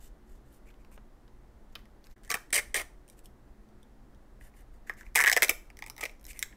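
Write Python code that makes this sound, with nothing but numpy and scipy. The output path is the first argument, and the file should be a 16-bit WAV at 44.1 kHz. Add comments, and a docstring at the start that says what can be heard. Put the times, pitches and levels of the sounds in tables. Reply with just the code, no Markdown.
"""Peeling a film from a hollow capsule

Hands set down a small toy box, then peel a glued film off a hollow plastic capsule, close by in a quiet room.
The glue lets go in sharp snaps: each burst of noise excites the enclosed air, the thin walls and the film.
Fast pulls tear in dense crackle, from noise modulated by random slips; a stiff rim rings on after both.
Fingers slide with a faint filtered hiss. A room tail, a soft hush, a low rumble and a distant hum lie behind."""
import sys
import numpy as np
from scipy import signal
from scipy.io import wavfile
from scipy.ndimage import uniform_filter1d

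SR = 44100
rng = np.random.default_rng(int(sys.argv[2]) if len(sys.argv) > 2 else 0)


def materialize(psi):
    """Save the field psi as 16-bit PCM at rate SR to the path in sys.argv[1].

    A 1-D psi becomes a single channel; in a 2-D psi each row is a channel.
    """
    bounded = np.clip(np.atleast_2d(psi).T, -1, 1)
    quanta = np.round(bounded * 32767).astype(np.int16)
    wavfile.write(sys.argv[1], SR, quanta)


N = 289549

# Film snaps, and faint ticks of the dropped strip. Each row: start in seconds, cavity peak in dB,
# cavity resonance in Hz, crack peak in dB above the cavity, favoured crack band in Hz.
SNAPS = [(2.1647, -56, 1760, -17, 6900), (2.18, -62, 1710, 1, 7500), (2.2346, -58, 1710, 9, 7600),
         (2.239, -58, 1980, 8, 5900), (2.2486, -54, 1910, 11, 6900), (2.257, -63, 1970, 9, 7000),
         (2.2773, -49.5, 1700, 2, 7900), (2.2938, -40.5, 1980, 0, 8900), (2.3029, -22.5, 2316, 4, 6200),
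         (2.315, -25, 1610, 9, 6200), (2.3411, -22, 2400, 2, 8100), (2.3526, -27.5, 2150, -3, 9900),
         (2.37, -35, 1580, -2, 6200), (2.505, -45.5, 2030, 6, 8400), (2.529, -21.5, 1980, 6.5, 8400),
         (2.5311, -19.5, 1900, 7, 8550), (2.5373, -31.5, 2020, 6.5, 8500), (2.5423, -30, 1966, 16, 8800),
         (2.546, -24, 2000, 10.5, 8600), (2.5503, -22.5, 2160, 6.5, 7600),
         (2.5564, -23.5, 2270, 11.5, 8400), (2.5599, -22.5, 2260, 3.5, 8600),
         (2.5631, -20, 1880, 3.5, 9050), (2.5659, -22.5, 2190, 4.5, 8700), (2.5759, -23.5, 2160, 4, 8000),
         (2.5787, -22, 2240, 3, 8750), (2.5847, -26, 2060, 1, 8300), (2.5887, -22, 1860, 0, 7100),
         (2.598, -31, 2180, 1, 8600), (2.7442, -20.5, 2140, 4, 8100), (2.7469, -21.5, 1990, -8, 8200),
         (2.7567, -19.5, 1860, -8, 7700), (2.7643, -26.5, 1830, 3, 8200), (2.7677, -25.5, 1760, -3, 7060),
         (2.7765, -28.5, 2300, -6, 8100), (2.7972, -28, 2140, 0, 10000), (2.807, -34, 2120, 0, 10500),
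         (2.8199, -38.5, 2050, 1, 8860), (3.0795, -60.5, 2700, 12.5, 7800),
         (3.0878, -64.5, 2160, 19.5, 8700), (3.0994, -60, 2310, 22, 8700), (3.1291, -72, 2280, 16, 8500),
         (3.1918, -58, 2800, 14.5, 8450), (3.2577, -57.5, 3350, 17, 10300), (3.689, -69, 3300, 9, 5000),
         (3.83, -56, 3440, 3.5, 7300), (4.147, -63, 3300, 4, 4960), (4.4112, -46, 1930, -14, 8000),
         (4.539, -59, 2210, -6, 5900), (4.8962, -20.5, 1826, -15.5, 3600), (4.937, -48.5, 1650, -1, 6100),
         (5.0094, -38.5, 1740, -6, 5600), (5.031, -50, 1920, -9, 6800), (5.0649, -45.5, 2200, -8, 5700),
         (5.1463, -57, 1820, 13.5, 8600), (5.1526, -29, 2200, -4, 9000), (5.1557, -17, 1830, -9, 6800),
         (5.1577, -9, 2070, 2.5, 8300), (5.165, -16.5, 2200, 0, 8500), (5.1746, -13, 2050, -3.5, 7900),
         (5.1816, -14.5, 1760, -3.5, 7600), (5.1898, -12.5, 1840, -3, 7800), (5.1972, -14, 1900, -8, 9300),
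         (5.2035, -12, 1820, -3.5, 8100), (5.211, -14, 2110, -1.5, 9400), (5.218, -21, 1930, 4.5, 8500),
         (5.2241, -16.5, 1740, -3.5, 8500), (5.2387, -11.5, 2020, -2.5, 9050),
         (5.2464, -13.5, 1920, -13.5, 7800), (5.2606, -13, 1930, -2.5, 7200), (5.2688, -10, 1800, -7, 8000),
         (5.2758, -10, 1950, -5.5, 7300), (5.2785, -12, 1980, -4, 7200), (5.2844, -16, 1870, 0, 7010),
         (5.2875, -17.5, 1930, -19.5, 5950), (5.2976, -13, 1800, 0, 8800), (5.3156, -12, 1870, 0.2, 6200),
         (5.3272, -15, 1980, 4, 6400), (5.3311, -20, 2090, 7.5, 5800), (5.3651, -11, 2040, -3, 7550),
         (5.373, -13.5, 1970, 1.5, 7820), (5.3768, -19.5, 1900, -4, 7300), (5.4052, -37, 1860, 0, 7700),
         (5.422, -9, 1900, 3, 11500), (5.4303, -20.5, 2150, 11.5, 6150), (5.4361, -21, 1980, 7, 9000),
         (5.446, -21, 2120, 8.5, 8450), (5.4833, -32.5, 1810, 8, 5800), (5.493, -15.5, 2270, -21, 9300),
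         (5.51, -27.5, 2250, -3, 6700), (5.656, -69, 2100, 14, 8500), (5.672, -71.5, 2100, 12, 8970),
         (5.7017, -41, 2116, -4, 5440), (5.7703, -47.5, 2060, 6, 5600), (5.7901, -40, 1910, 2, 8960),
         (5.8039, -64, 2260, 6, 7000), (5.8232, -28, 2070, -5, 5100), (5.8399, -38.5, 2190, -4, 5800),
         (5.8631, -38, 2120, 4.5, 9100), (5.8726, -46, 2100, 5, 9000), (5.882, -47, 2130, 6, 10400),
         (5.899, -40, 2260, 13, 8500), (5.965, -49.5, 2030, 10, 6000), (5.98, -40.5, 1870, 6, 6400),
         (5.9944, -44, 2000, 3, 12000), (6.0092, -44, 2210, 8, 9000), (6.012, -38.5, 2410, 12, 7960),
         (6.0309, -27, 1980, -6, 7300), (6.0373, -23.5, 2120, -2, 5230), (6.0537, -25, 2230, -1.5, 6200),
         (6.0584, -29, 2140, -2.5, 7100), (6.095, -41.5, 2260, -4, 4560), (6.1127, -62, 2300, 9, 10400),
         (6.1963, -71, 2260, 16, 6950), (6.212, -63.5, 1970, 17.5, 8900), (6.2291, -64, 2090, 12, 11850),
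         (6.2424, -58.5, 2160, 17, 11500), (6.2523, -53, 1950, 17, 6600), (6.2663, -53.5, 1950, 19, 12200),
         (6.2704, -66, 2300, 14, 7040), (6.3083, -39, 2200, -8, 7900), (6.3315, -48, 2290, 5, 6200),
         (6.3609, -49, 2200, -8, 8350), (6.3922, -42.5, 2060, 21, 8800), (6.4269, -19, 2150, 4.5, 7340),
         (6.5264, -49, 1910, -16, 6200)]
# Fast pulls. Each row: start in seconds, length in seconds, crackle level in dB, change to the end in dB,
# cavity level in dB above the crackle, level of the added favoured band in dB.
TEARS = [(2.298, 0.031, -40, -2, 1.5, 7), (2.342, 0.019, -28.5, -28.5, 2.5, -3),
         (2.526, 0.038, -32.5, 0.5, -4.5, 10.5), (2.56, .042, -31, -9, 2, 1), (2.742, 0.033, -35, 3, -3, 8),
         (2.771, 0.049, -38.5, -7.5, 2, -15), (5.152, 0.02, -27.5, -4, -0.5, 6),
         (5.428, 0.015, -26, -8.5, 5, 6), (5.493, 0.01, -19, -13.5, 0, -14),
         (5.502, 0.015, -33.5, -13, 1, 3), (6.007, 0.021, -42, -16, 0.2, 6),
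         (6.025, 0.022, -44.5, -4.5, 6.5, -5)]
# The hollow body's colour over time: first the toy box, then the capsule as the film comes off.
# Each row: time in seconds, cavity resonance in Hz, favoured crackle band in Hz, wall resonance in Hz,
# wall thud in dB above the cavity.
BODY_STAGES = [(.6, 1800, 7000, 700, -25), (.69, 2360, 7000, 700, -30), (2.26, 1900, 6900, 700, -28),
               (2.3, 2200, 6200, 1200, -6), (2.34, 2030, 8040, 1200, -9.5), (2.36, 1700, 8960, 1000, -3),
               (2.53, 2120, 8500, 600, -14.5), (2.6, 2030, 8400, 450, -16), (2.75, 1980, 8000, 520, -15.5),
               (2.81, 2050, 9800, 750, -7), (3.08, 1800, 8500, 600, -30), (4.6, 1850, 8500, 600, -30),
               (4.9, 1800, 6000, 950, -15.5), (5.15, 2050, 8200, 930, -14), (5.29, 1900, 7400, 1120, -19),
               (5.32, 2000, 6500, 730, -16), (5.5, 2150, 8000, 560, -12), (5.8, 1950, 7500, 870, -11),
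               (6.0, 2100, 8500, 860, -1), (6.036, 2100, 6000, 520, -10.5), (6.056, 2150, 6200, 600, -15.5),
               (6.11, 2200, 8000, 448, -42), (6.5, 2100, 8000, 450, -37)]
# Resonances of the thin plastic walls. Each row: frequency in Hz, width in Hz, level in dB.
WALL_MODES = [(400, 200, -1.5), (496, 99, 4), (750, 400, -0.5), (906, 300, 1.5), (1256, 350, -2.5),
              (1334, 40, -1)]
# Resonances of the stiff rim, ringing on. Each row: frequency in Hz, width in Hz, level in dB.
RIM_MODES = [(2960, 40, -7.5), (3680, 17, 4), (3860, 14, -3), (5070, 50, -9.5)]
# Crack spectrum of the narrow first strip. Each row: frequency in Hz, relative density in dB per Hz.
STRIP_COLOUR = [(1710, -16.5), (2900, -8), (3090, 1.5), (3230, -2), (4360, -7), (5840, -4.5), (6640, -11.5),
                (9100, -3.5), (10600, -10), (15200, -10), (16000, -18.5)]
# Crack spectrum of the wide sheet. 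Each row: frequency in Hz, relative density in dB per Hz.
SHEET_COLOUR = [(1710, -56.5), (2900, -5), (3590, -3), (3890, -2), (4680, -8), (5170, 1), (6190, -2),
                (6930, -5.5), (8120, -2.5), (9230, -5.5), (11800, -3.5), (13100, -3.5), (16000, -5.5)]
# The toy box touching fingers, table and other toys. Each row: start in seconds, body peak in dB,
# body resonance in Hz, tick peak in dB above the body, favoured tick band in Hz.
TAPS = [(0.5287, -69, 1500, 14, 11200), (0.703, -52.5, 2310, -9, 7200), (0.7079, -53, 2300, -7, 8900),
        (0.741, -57, 2800, -5, 7100), (0.848, -48, 1890, -5, 4380), (0.917, -49.5, 1400, -4, 8800),
        (0.943, -66, 2480, 13, 9600), (0.977, -44, 1250, -32, 5500), (1.2793, -49, 2760, -11, 4300),
        (1.7534, -32.5, 2950, -0.5, 5300), (1.7569, -27.5, 2310, -13, 9800), (1.7919, -50, 1960, -3, 4800),
        (1.8554, -51.5, 2050, -2, 5200), (2.0417, -59.5, 2620, 13.5, 5000), (2.069, -47.5, 2140, 3.5, 5700),
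        (2.1131, -59.5, 1830, 7, 5400)]
# Tick spectrum of the card toy box. Each row: frequency in Hz, relative density in dB per Hz.
CARD_COLOUR = [(1500, -23), (2800, 3.5), (4000, 4), (7000, -10), (12000, -2), (16000, -4.5)]
# Fingers sliding on card and film. Each row: start in seconds, length in seconds,
# hiss level in dB before the pressure arch, cavity level in dB above the hiss, favoured hiss band in Hz.
RUBS = [(0.0, 0.044, -63.5, -10, 7800), (0.021, 0.072, -63, -15, 7800), (0.256, .14, -73.5, -6, 7500),
        (0.452, 0.068, -76, -6, 7900), (0.5, 0.097, -70, -9, 9400), (0.654, 0.066, -71.5, 4.5, 7600),
        (.79, 0.044, -78, 3, 7400), (.91, 0.062, -66.5, -4, 8850), (1.723, 0.013, -71, -4, 6500),
        (1.756, 0.073, -75, 2, 4200), (2.041, 0.036, -69, -3, 6640), (2.093, 0.053, -70, -4, 5500),
        (2.227, 0.072, -70, 0, 6860), (3.105, .04, -71, -16, 8400), (3.165, 0.041, -68.5, -6, 8400),
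        (3.235, 0.041, -67, -17, 9670), (4.397, .11, -66.5, -3.5, 9300), (4.54, 0.094, -68, -1.5, 9500),
        (4.728, .05, -76, -4, 8100), (4.865, 0.051, -61.5, 5.5, 7000), (4.904, 0.036, -71, 16, 6000),
        (4.967, 0.069, -61.5, 2, 7200), (5.04, 0.058, -71.5, 6, 6500), (5.773, 0.044, -69.5, -3, 8270),
        (5.976, 0.031, -63.5, 9, 7200), (6.065, 0.062, -73, -10.5, 6900), (6.277, 0.0495, -49.5, -6, 8400),
        (6.334, 0.0695, -60.5, 3.5, 9000), (6.396, 0.035, -60, 1, 8800), (6.44, 0.16, -84, 13, 6500)]
# Spectrum of sliding skin. Each row: frequency in Hz, relative density in dB per Hz.
SKIN_COLOUR = [(1710, -26.5), (2900, 2.5), (3090, 0), (3320, -9.5), (3590, 0), (3830, -6.5), (4360, -5),
               (5600, -5), (6100, -4), (6690, -3.5), (7190, -2.5), (9700, -5), (12400, -2), (14800, -3.5),
               (16000, -31)]
# Decay of the room. Each row: frequency in Hz, time to fall by 60 dB in seconds.
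ROOM_DECAY = [(250, 0.15), (700, 0.32), (1800, 0.31), (3500, 0.31), (5500, 0.31), (9000, .3), (12000, 0.28),
              (15500, 0.26)]
# The capsule's mouth beams some bands at the listener, so the room gets a flatter share.
# Each row: frequency in Hz, relative level sent to the room in dB.
ROOM_SHARE = [(300, 1.5), (1400, 6), (2100, -3.5), (3200, -1), (6500, 1.5), (8800, -2.5), (12000, 1)]
# Spectrum of the quiet background hush. Each row: frequency in Hz, relative density in dB.
HUSH_COLOUR = [(53, -44), (90, -18), (112, 1), (145, -5), (201, -4), (296, -2), (360, -5), (488, -8.5),
               (769, -11), (1040, -14.5), (2000, -20.5), (2380, -27.5), (16000, -38)]
# Spectrum of the low background rumble. Each row: frequency in Hz, relative density in dB.
RUMBLE_COLOUR = [(7.1, -29.5), (12, 5), (43, -1), (61, -7), (81, -20.5), (90, -24.5), (120, -45),
                 (200, -120)]
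# Tones of a distant appliance. Each row: frequency in Hz, width in Hz, rms level in dB.
HUM_TONES = [(120.4, 7.2, -70.5), (210.2, 3.5, -72), (227.2, 11, -75), (363, 6.5, -76)]
# Overall level: a brief dip, then a fall at the very end. Each row: time in seconds, gain in dB.
LEVEL_CURVE = [(2.118, 0), (2.14, -10), (2.151, -35), (2.157, -30), (2.163, 0), (6.5635, 0), (6.5657, -40)]

SHEET_FROM_S = 4  # the narrow strip colours the cracks before this, the wide sheet after
GRIP_S = 6  # from here the fingers clamp the rim: nothing more sets it ringing
CAVITY_WIDTH_HZ = 480  # air in the hollow body, narrowest of three passes
WALL_SCATTER_DB, TEAR_WALL_DB = 2.5, 3  # spread from snap to snap; extra wall level in a tear
CRACK_S = 0.0025  # the film itself stops moving sooner than the body it shakes
THUD_DB, THUD_SLOPE, THUD_HZ = 4, 0.97, 600  # firmer taps thud more: dB above a full-scale body, dB per dB
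RUB_SKEW, RUB_ROUND = 0.93, 0.76  # exponents of the pressure arch: quick to build, slower to ease
HUSH_DB, RUMBLE_DB = -62.5, -52.5  # rms
ROOM_DB, EDGE_HZ = -8.5, 15750  # level of the room tail; upper band limit


def snaps(strip, sheet):
    """Impulsive release: each snap or tick shakes the walls as far as the stage of the peeling allows."""
    s, *columns = np.transpose(SNAPS)
    _, _, wall_hz, wall_db = stage(s)
    wall_db = wall_db + WALL_SCATTER_DB * rng.standard_normal(len(s))
    table = np.transpose([s, *columns, wall_db, wall_hz])
    early = s < SHEET_FROM_S
    release = dict(width=CAVITY_WIDTH_HZ, let_go_s=0.001, spike=3.55)
    out = knocks(table[early], strip, favour_db=14.0, **release)
    return out + knocks(table[~early], sheet, favour_db=9.0, **release)


def tear(row, film, slips_per_s=2500, spread_db=6.0, between=0.89):
    """Cascading fracture: glue fibres break in quick uneven succession over a finer fizz."""
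    s, length, db, change_db, cavity_db, lift_db = row
    t = np.arange(0, length, 1 / SR)
    cavity_hz, crack_hz, _, wall_db = stage(s + t)
    chance = rng.random(len(t))
    size = rng.exponential(1, len(t))
    grit = rng.standard_normal(len(t))
    slips = amp(spread_db * np.minimum(size, 4)) * (chance < slips_per_s / SR)
    decaying_slips = evened(signal.lfilter([1], [1, -.95], slips))
    push = grit * (between + decaying_slips)
    crackle = evened(favoured(np.convolve(push, film)[:len(t)], crack_hz, lift_db, 2000))
    air = evened(cavity(push, cavity_hz))
    walls = amp(wall_db + TEAR_WALL_DB) * evened(ring(push, WALL_MODES))
    sound = crackle + amp(cavity_db) * (air + walls)
    return s, amp(db + change_db * t / length) * sound * signal.windows.tukey(len(t), .1)


def rim(peeling):
    """Forced vibration: the peeling drives lightly damped rim modes until the fingers clamp them."""
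    return ring(peeling * (np.arange(N) < GRIP_S * SR), RIM_MODES)


def box_taps(card):
    """Impact: contact excites the toy box's broad body resonance, and firmer taps thud more."""
    taps = [(*row, THUD_DB + THUD_SLOPE * row[1], THUD_HZ) for row in TAPS]
    return knocks(taps, card, width=2080, let_go_s=0.0015, spike=3.6, favour_db=14.0)


def rub(row, skin):
    """Sliding friction: skin on a smooth face gives a lumpy hiss, partly heard through the hollow body."""
    s, length, db, cavity_db, hiss_hz = row
    t = np.arange(0, length, 1 / SR)
    grit, lumps = rng.standard_normal((2, len(t)))
    push = grit * amp(2.5 * evened(uniform_filter1d(lumps, 250)))
    hiss = evened(favoured(np.convolve(push, skin)[:len(t)], hiss_hz, 2.5, 1700))
    pressure = abs(np.sin(np.pi * (t / length) ** RUB_SKEW)) ** RUB_ROUND
    cavity_hz = stage(s + t)[0]
    hollow = amp(cavity_db) * evened(cavity(push, cavity_hz))
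    return s, amp(db) * pressure * (hiss + hollow)


def knocks(table, colour, width, let_go_s, spike, favour_db, bounce_s=0.00051):
    """Impulsive excitation: a sudden release, a ragged after-slip and a bounce off the table."""
    out, t = np.zeros(N), np.arange(900) / SR
    grits = rng.standard_normal((len(table), 900))
    for (s, db, hz, crack_db, crack_hz, wall_db, wall_hz), grit in zip(table, grits):
        after_slip = np.exp(-t / let_go_s)
        bounce = 1.1 * (t > bounce_s) * np.exp(-abs(t - bounce_s) / let_go_s)
        push = grit * (after_slip + bounce)
        push[0] = spike
        crack = np.convolve(push * np.exp(-t / CRACK_S), colour)[:900]
        crack = favoured(crack, crack_hz, favour_db, 3100)
        wall = favoured(ring(push, WALL_MODES), wall_hz, 19.0, 200)
        layers = peaked(cavity(push, hz, width)) + amp(crack_db) * peaked(crack) + amp(wall_db) * peaked(wall)
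        add(out, s, amp(db) * layers)
    return out


def stage(s):
    """Changing resonator: cavity Hz, crack Hz, wall Hz and wall dB of the hollow body at time s."""
    at, *columns = np.transpose(BODY_STAGES)
    return [np.interp(s, at, c) for c in columns]


def cavity(push, hz, width=CAVITY_WIDTH_HZ):
    """Cavity resonance: three cascaded passes leave a steep-sided ring around hz."""
    broad = resonate(push, hz, 2.6 * width)
    return resonate(resonate(broad, hz, 1.6 * width), hz, width)


def ring(x, modes):
    """Modal superposition: x drives resonances of alternating sign, kept out of the deep bass."""
    out = sum((-1) ** k * amp(db) * resonate(x, hz, w) for k, (hz, w, db) in enumerate(modes))
    return signal.lfilter([1, -1], [1, -.95], out)


def favoured(x, hz, db, width):
    """Selective radiation: x gains one resonant band, such as a patch of film or skin favours."""
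    return x + amp(db) * resonate(x, hz, width)


def resonate(x, hz, width):
    """Heterodyne resonance of gain 1: shifts hz down to zero, smooths, and shifts back."""
    turn = np.exp(2j * np.pi * np.cumsum(hz * np.ones(len(x))) / SR)
    r = np.exp(-np.pi * width / SR)
    return 2 * (turn * signal.lfilter([1 - r], [1, -r], x / turn)).real


def colour_of(points):
    """Minimum phase: a causal impulse response with the given spectrum, floored at -60 dB."""
    db = read(points, abs(np.fft.fftfreq(2048, 1 / SR)))
    log_gain = np.log(amp(np.maximum(db, -60)))
    return np.fft.ifft(np.exp(np.conj(signal.hilbert(log_gain)))).real[:400]


def room(x, first_s=.004):
    """Reverberation: sparse taps decay by band, and three tails slowly take turns, so the decay stays smooth."""
    out = np.zeros(N)
    turn = np.pi * np.arange(N) / SR / .09
    for k in range(3):
        taps = np.zeros(SR // 2)
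        at = np.arange(0, SR // 2 - 10, 10)
        taps[at + rng.integers(0, 10, len(at))] = rng.choice([-1., 1.], len(at))
        hz, t, z = signal.stft(taps, SR, nperseg=256)
        early = 1 + 4.0 * np.exp(-t / 0.0044)  # table top and nearby toys answer first
        decay_db = read(ROOM_SHARE, hz)[:, None] - 60 * t / read(ROOM_DECAY, hz)[:, None]
        tail = signal.istft(z * early * amp(decay_db), SR, nperseg=256)[1]
        tail = np.append(np.zeros(round(first_s * SR)), tail / np.linalg.norm(tail))
        sent = x * np.cos(turn + k * np.pi / 3) * np.sqrt(2 / 3)  # the three powers sum to a constant
        out += signal.fftconvolve(sent, tail)[:N]
    return out


def hum():
    """Narrow-band noise: sharply filtered noise is heard as faint wavering tones."""
    out = np.zeros(N)
    for hz, width, db in HUM_TONES:
        noise = rng.standard_normal(N)
        out += amp(db) * evened(resonate(resonate(noise, hz, width), hz, width))
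    return out


def drone(points, db, patchy_db):
    """Stationary noise: random short-time spectra follow a fixed colour, with drifting patches."""
    frames, hz = N // 1024 + 5, np.fft.rfftfreq(4096, 1 / SR)
    a, b, patches = rng.standard_normal((frames, 2049, 3)).T
    patches = uniform_filter1d(patches, 30, 0)  # across frequency
    patches = evened(uniform_filter1d(patches, 4, 1))  # across time
    z = (a + 1j * b) * amp(read(points, hz)[:, None] + patchy_db * patches)
    return amp(db) * evened(signal.istft(z, nperseg=4096, noverlap=3072)[1][:N])


def amp(db):
    """Decibel law: level in dB to amplitude ratio."""
    return 10 ** (np.asarray(db) / 20)


def evened(x):
    """Power normalisation: scales x to an rms of 1."""
    return x / np.sqrt(np.mean(x ** 2) + 1e-20)


def peaked(x):
    """Peak normalisation: scales x to a peak of 1."""
    return x / (abs(x).max() + 1e-12)


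def read(points, hz):
    """Logarithmic pitch scale: interpolates a table along log frequency."""
    f, value = np.transpose(points)
    return np.interp(np.log(hz + 1), np.log(f + 1), value)


def add(mix, s, sound):
    """Superposition: adds sound to mix from s seconds on."""
    part = mix[round(s * SR):][:len(sound)]
    part += sound[:len(part)]


def scene():
    """Linear superposition: peeling, rim, taps and rubs, then their room tail and the background."""
    sheet, strip = colour_of(SHEET_COLOUR), colour_of(STRIP_COLOUR)
    card, skin = colour_of(CARD_COLOUR), colour_of(SKIN_COLOUR)
    near = snaps(strip, sheet)
    for row in TEARS:
        add(near, *tear(row, strip if row[0] < SHEET_FROM_S else sheet))
    near += rim(near)
    near += box_taps(card)
    for row in RUBS:
        add(near, *rub(row, skin))
    hush = drone(HUSH_COLOUR, HUSH_DB, patchy_db=0.24)
    rumble = drone(RUMBLE_COLOUR, RUMBLE_DB, patchy_db=1.54)
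    quiet = hush + rumble + hum()
    return (near + amp(ROOM_DB) * room(near) + quiet)[None]


def record(dry):
    """Gain and band limiting: the level follows its curve, then a low-pass filter trims the top."""
    s, db = np.transpose(LEVEL_CURVE)
    levelled = dry * amp(np.interp(np.arange(N) / SR, s, db))
    low_pass = signal.firwin(255, EDGE_HZ, window=("kaiser", 8), fs=SR)
    return signal.oaconvolve(levelled, low_pass[None], "same")


dry = scene()
out = record(dry)
materialize(out)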